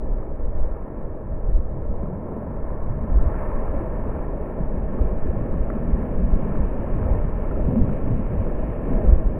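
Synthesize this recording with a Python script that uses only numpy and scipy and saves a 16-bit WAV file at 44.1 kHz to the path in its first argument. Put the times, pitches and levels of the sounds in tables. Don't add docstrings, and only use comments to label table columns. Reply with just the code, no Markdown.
import sys
import numpy as np
from scipy import signal
from scipy.fft import rfft, irfft, next_fast_len
from scipy.io import wavfile
from scipy.ndimage import uniform_filter1d

SR = 44100
rng = np.random.default_rng(int(sys.argv[2]) if len(sys.argv) > 2 else 0)


def undo_db(level):
    steps = np.asarray(level, float) / 20
    return 10 ** steps


def inscribe(sig):
    pcm = np.round(np.clip(np.atleast_2d(sig).T, -1, 1) * 32767)
    wavfile.write(sys.argv[1], SR, pcm.astype(np.int16))


N = 414089


def wind(pockets):
    slaps = gust_slaps()
    port_gain, mount_gain, housing_gain = blow_gains()
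    # hz, gain_db
    buffet_body = [(2, -12), (5, -1), (15, 0), (30, -2), (45, -5), (60, -8), (82, -17), (140, -34),
                   (400, -90)]
    # hz, gain_db
    shudder_body = [(30, -26), (62, -3), (80, -3), (115, -6), (145, -7), (220, -19.5), (600, -75)]
    # hz, gain_db
    flutter_body = [(60, -24.5), (140, 4.5), (225, 9.5), (250, 6), (285, 0.5), (400, -51.5), (900, -76)]
    buffet = shaken(buffet_body, lumps_hz=12) * port_gain
    shudder = shaken(shudder_body, lumps_hz=18) * mount_gain
    flutter = shaken(flutter_body, lumps_hz=25) * housing_gain
    return slaps + hush(buffet, slaps, knee_db=-15) + hush(shudder + flutter, pockets, knee_db=-26.0)


def gust_slaps():
    # centre_s, peak_db, pitch_hz, length_cycles
    thumps = [(0.129, -12, 29.3, 1.36), (0.479, -16.5, 40.5, 1.4), (1.512, -17, 38.8, 0.67),
              (1.556, -7, 35, 1.1), (3.12, -16, 53, 0.74), (3.168, -5.5, 44.3, 1.23),
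              (4.054, -25, 44.2, 0.82), (5.017, -5, 45, 0.71), (5.057, -17, 47, 1.1),
              (5.295, -20, 43.5, 0.91), (5.613, -14, 47.8, 1.7), (5.938, -9.5, 44, 0.93),
              (6.338, -6.5, 40.4, 0.66), (7.011, -22.5, 43.8, 0.35), (7.059, -10, 44.4, 0.5),
              (7.641, -19, 42, 1), (7.671, -14, 60.3, 1.2), (8.266, -14.5, 34.5, 1.6),
              (9.093, -3.5, 46, 1.3), (9.131, -1.5, 48.9, 0.75), (9.267, -9.5, 39.2, 1.07),
              (9.313, -13.4, 44, 0.53)]
    return bursts(thumps, lean=1.0, glide=-.05)


def blow_gains():
    # centre_s, peak_db, length_s
    gusts = [(.11, -22.5, 0.22), (0.557, -16, 0.21), (1.1, -24, 0.091), (1.367, -22, 0.11),
             (1.554, -14, 0.1), (1.84, -19.5, 0.23), (2.868, -20.5, 0.14), (3.21, -14.5, 0.19),
             (3.52, -23, 0.096), (3.74, -18, 0.062), (3.995, -23.5, .25), (4.697, -22.5, 0.2),
             (5.14, -18.5, 0.26), (5.55, -19.5, .22), (6.273, -19, 0.31), (6.61, -16, 0.1),
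             (7.082, -15, 0.21), (7.373, -20.5, 0.1), (7.589, -17.5, .12), (7.823, -16.5, 0.083),
             (8.14, -18, 0.12), (8.367, -20.5, 0.098), (8.64, -21, 0.14), (9.08, -13, 0.21),
             (6.819, -22, 0.12), (5.841, -24.5, .1), (2.636, -25, .12), (7.973, -21, .1)]
    # centre_s, peak_db, length_s, mount_over_housing_db
    slabs = [(0.559, -42.5, 0.091, 14), (1.32, -41, 0.11, 8), (1.764, -38, .12, 14),
             (1.893, -34.5, 0.1, 0.5), (2.09, -35, 0.14, 7.5), (2.191, -37, 0.072, -8),
             (2.425, -34, 0.27, 0.5), (3.095, -31.5, 0.39, 1.5), (3.28, -38, .15, 5),
             (4.03, -33.5, 0.34, 4), (4.62, -36, 0.11, -7.5), (4.838, -34.5, .15, 7),
             (4.975, -34, 0.11, -8), (5.39, -29.5, 0.13, 5), (5.56, -32.5, 0.13, -8),
             (5.72, -35.5, 0.17, 8), (5.92, -30, .18, -2), (6.28, -30, 0.35, -1.5),
             (6.476, -30.5, 0.076, 14), (6.604, -32, 0.073, -5), (6.947, -31, 0.21, .1),
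             (7.101, -33, 0.22, 10), (7.794, -19.5, .16, 2.2), (8.124, -23.5, 0.11, 0.3),
             (8.367, -34, 0.077, 15), (8.47, -35, 0.14, -8.5), (8.592, -40, 0.091, 0),
             (8.922, -28.5, 0.1, -6.5), (9.077, -29.5, 0.14, 8.5), (9.38, -31.5, 0.16, -5)]
    # centre_s, drop_db, length_s
    lulls = [
        (.88, -3, .2),
        (1.21, -4.5, .12),
        (2.3, -2.5, .3),
        (3.87, -3, .1),
        (4.5, -2.5, .15),
        (6.5, -3, .1),
        (7.7, -6, .1),
        (9.39, -8.5, 0.14),
    ]
    gust_s, gust_db, gust_length = np.transpose(gusts)
    slab_s, slab_db, slab_length, mount_db = np.transpose(slabs)
    blows = [swells(gust_s, undo_db(gust_db) ** 2, gust_length),
             swells(slab_s, undo_db(slab_db + mount_db / 2) ** 2, slab_length),
             swells(slab_s, undo_db(slab_db - mount_db / 2) ** 2, slab_length)]
    calm_db = np.array([[-26], [-35], [-38.5]])
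    calm_db_per_speed_db = np.array([[.3], [.3], [.55]])
    speed_db, _ = ride()
    gains = np.sqrt(undo_db(calm_db + calm_db_per_speed_db * speed_db) ** 2 + blows)
    gains[0] *= undo_db(swells(*np.transpose(lulls)))
    return gains


def shaken(body, lumps_hz):
    lumps = undo_db(.6 * walk(lumps_hz))
    return level(colour(rng.standard_normal(N), body) * lumps, -1.5)


def hush(x, under, knee_db):
    power = uniform_filter1d(under ** 2, SR // 30)
    return x / np.sqrt(1 + power / undo_db(knee_db) ** 2)


def gurgle():
    # centre_s, peak_db, pitch_hz, length_cycles
    glugs = [(1.495, -21, 151, 0.84), (2.04, -22, 176, 1.2), (2.134, -20.5, 169, 1.5),
             (2.91, -17.5, 113, 1.5), (3.257, -19, 115, 1.1), (4.61, -13, 158, 0.85),
             (4.744, -20, 185, 0.79), (5.131, -19, 194, 1.2), (5.759, -19, 220, 2.8),
             (6.203, -18.5, 181, 3.5), (6.332, -19.5, 191, 1.4), (6.432, -18.5, 198, 1.2),
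             (6.908, -28, 172, 1.5), (7.253, -16.5, 178, 1.1), (7.688, -16.5, 164, 1.2),
             (7.773, -9.5, 216, 2.7), (7.802, -18, 190, 2.4), (7.828, -6.5, 151, 0.31),
             (8.108, -15, 175, 1.3), (8.164, -13.5, 170, 0.67), (8.2, -35, 186, 1.6),
             (8.333, -19, 178, 1.1)]
    # centre_s, peak_db, pitch_hz, length_cycles
    gulps = [
        (3.270, -18, 69, 2.5),
        (7.790, -17.5, 230, 6),
        (7.831, -17.5, 98, 5),
        (8.125, -18, 120, 4),
        (8.310, -21, 115, 3.3),
        (8.401, -19, 88, 4.3),
    ]
    soft = np.array(glugs) * [1, 1, 1, 1.7] - [0, 3, 0, 0]
    return bursts(soft, lean=1.3, glide=0.027) + bursts(gulps, lean=1.2, glide=0.1)


def splashes():
    # centre_s, peak_db, pitch_hz, length_cycles
    drops = [(0.229, -39, 1190, 5.8), (0.766, -39.5, 1240, 3.1), (2.06, -40, 1293, 4.4),
             (3.343, -32, 1470, 2.5), (3.505, -37, 1226, 5.5), (3.681, -35, 1210, 5.3),
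             (4.165, -41.5, 1513, 5.3), (4.993, -38, 1210, 7.6), (5.273, -38, 1598, 3),
             (5.702, -27, 1250, 3.4), (6.556, -39, 1457, 4.3), (7.514, -35, 1354, 8.2),
             (7.561, -37, 1310, 7.2), (7.894, -37, 1350, 4.2)]
    # centre_s, peak_db, pitch_hz, length_cycles
    ringing_drops = [
        (5.7035, -38.5, 1950, 6),
        (5.704, -39, 1640, 5),
        (7.512, -45, 1850, 6),
    ]
    return bursts(drops + ringing_drops, lean=1.5, glide=.01)


def water():
    # centre_hz, db_per_speed_db, db_per_rail_db
    water_law = [
        (450, 0.3431, -0.0351),
        (990, -0.0156, 1.29),
        (1850, 0.28, 1.07),
        (2920, 0.95, 0.17),
    ]
    # hz, gain_db
    housing = [(60, -14), (290, -1.5), (640, -1.5), (700, -10), (1090, -11.5), (1200, -19.5), (1340, -16.5),
               (1430, -24.5), (1810, -21), (1950, -32), (2220, -28.5), (2350, -32), (2900, -41.5),
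               (3550, -57)]
    controls_db = ride()
    law_hz, *laws = np.transpose(water_law)
    hits = rng.random(N) < .03
    crackle = hits * undo_db(2.2 * rng.exponential(size=N)) * rng.standard_normal(N)
    rush = level(rng.standard_normal(N), 0) + level(crackle, -6.5)
    foam = bubbles(count=2500, low_hz=303.0, octaves=3.1, scatter_db=1.5)
    wash = rush + level(foam, -20)
    surge = walk(12)
    out = 0
    for hz in 60 * 2 ** np.arange(0, 6.5, .5):
        share = [np.interp(np.log(hz), np.log(law_hz), law) for law in laws]
        flicker = walk(20)
        db = share @ controls_db + sheets(hz) + .7 * surge + .35 * flicker
        out = out + undo_db(db) * band(wash, hz)
    return level(colour(out, housing), -33)


def bubbles(count, low_hz, octaves, scatter_db):
    when, pitch, size, cycles = rng.random((count, 4)).T
    time_s = when * N / SR
    peak_db = -scatter_db * np.log(size + 1e-3)
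    pitch_hz = low_hz * 2 ** (octaves * pitch)
    return bursts(np.transpose([time_s, peak_db, pitch_hz, 2 + 3 * cycles]), lean=1.3, glide=0.24)


def sheets(hz):
    # centre_s, lift_db, length_s, centre_hz
    breaking = [(.01, 1.5, .12, 399), (0.752, 3, .3, 1805), (2.151, 2.2, 0.54, 450), (3.401, 1, 0.27, 1700),
                (3.802, 2.5, 0.41, 450), (4.298, 3, .15, 450), (5.348, 1.8, 0.62, 450),
                (5.981, 3, .12, 1802), (6.551, 2, .2, 1197), (6.759, 0.5, .1, 900), (7.129, 2.5, .14, 600),
                (7.722, 3, .25, 450), (8.201, 2.5, 0.23, 1900), (9.052, 3.5, 0.28, 418.4)]
    time_s, lift_db, length_s, centre_hz = np.transpose(breaking)
    width_octaves = 1.6
    away = 2 * np.log2(hz / centre_hz) / width_octaves
    return swells(time_s, lift_db * .5 ** (away ** 2), length_s)


def ride():
    # time_s, speed_db, rail_dug_in_db
    path = [(0, -80.5, -48.5), (.7, -81.5, -48), (1.05, -80.5, -48), (1.9, -82, -48.5), (2.6, -80.5, -45),
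            (3.2, -76, -44), (3.44, -70.5, -39.5), (3.66, -72, -42.5), (4.55, -73, -45), (5.05, -70, -45),
            (5.75, -69, -45.5), (6, -69.5, -44.5), (6.3, -67.5, -45), (7.15, -67, -43.5),
            (7.85, -66.5, -46), (8.3, -67, -46), (8.95, -65, -43.5), (9.39, -69, -46)]
    time_s, *columns = np.transpose(path)
    both = np.array([np.interp(np.arange(N) / SR, time_s, column) for column in columns])
    return both - both.mean(axis=1, keepdims=True)


def bursts(rows, lean, glide):
    out = np.zeros(N)
    for s, db, hz, cycles in rows:
        half = cycles / hz / 2
        first, last = int((s - 4 * half) * SR), int((s + 4 * half) * SR)
        i = np.arange(max(first, 0), min(last, N))
        t = i / SR - s
        phase = 2 * np.pi * hz * t * (1 + glide * t / half / 2) + lean
        out[i] += undo_db(db) * .5 ** ((t / half) ** 2) * np.cos(phase)
    return out


def swells(s, peak, length):
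    t = np.arange(0, N, 64) / SR
    bells = .5 ** ((2 * (t - s[:, None]) / length[:, None]) ** 2)
    return np.interp(np.arange(N) / SR, t, peak @ bells)


def walk(rate):
    k = int(SR / rate)
    held = np.repeat(rng.standard_normal(N // k + 1), k)
    return 1.1 * uniform_filter1d(uniform_filter1d(held, k), k)[:N]


def colour(x, table):
    size = next_fast_len(N)
    hz, db = np.transpose(table)
    log_hz = np.log(np.fft.rfftfreq(size, 1 / SR) + 1)
    log_gain = np.interp(log_hz, np.log(hz), db) * np.log(10) / 20
    cep = irfft(log_gain, size)
    cep[1:size // 2] *= 2
    cep[size // 2 + 1:] = 0
    return irfft(rfft(np.resize(x, size)) * np.exp(rfft(cep)), size)[:N]


def band(x, hz):
    size = next_fast_len(N)
    away = np.clip(2 * np.log2((np.fft.rfftfreq(size, 1 / SR) + 1) / hz), -1, 1)
    return irfft(rfft(x, size) * np.cos(np.pi / 2 * away) ** 2, size)[:N]


def level(x, db):
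    return x * undo_db(db) / np.sqrt(np.mean(x ** 2))


def scene():
    pockets = gurgle()
    return (wind(pockets) + pockets + water() + splashes())[None]


def low_pass(x):
    return signal.sosfilt(signal.butter(12, 15000, fs=SR, output="sos"), x)


def record(dry):
    slow_rate_hz, play_rate_hz, sound_top_hz = 12000, 48000, 3560
    lead = SR // 30
    running = np.pad(dry[0], lead, mode="reflect")
    top_cut = signal.ellip(10, .2, 80, sound_top_hz, fs=SR, output="sos")
    stored = signal.sosfilt(top_cut, running)
    samples = signal.resample_poly(stored, slow_rate_hz // 300, SR // 300)
    steps = np.arange(len(samples) * play_rate_hz // slow_rate_hz) * slow_rate_hz / play_rate_hz
    joined = np.interp(steps, np.arange(len(samples)), samples)
    played = signal.resample_poly(joined, SR // 300, play_rate_hz // 300, window=("kaiser", 11.))
    played += undo_db(-101) * rng.standard_normal(len(played))
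    start = lead + 12
    return low_pass(played[None, start:start + N])


dry = scene()
out = record(dry)
inscribe(out)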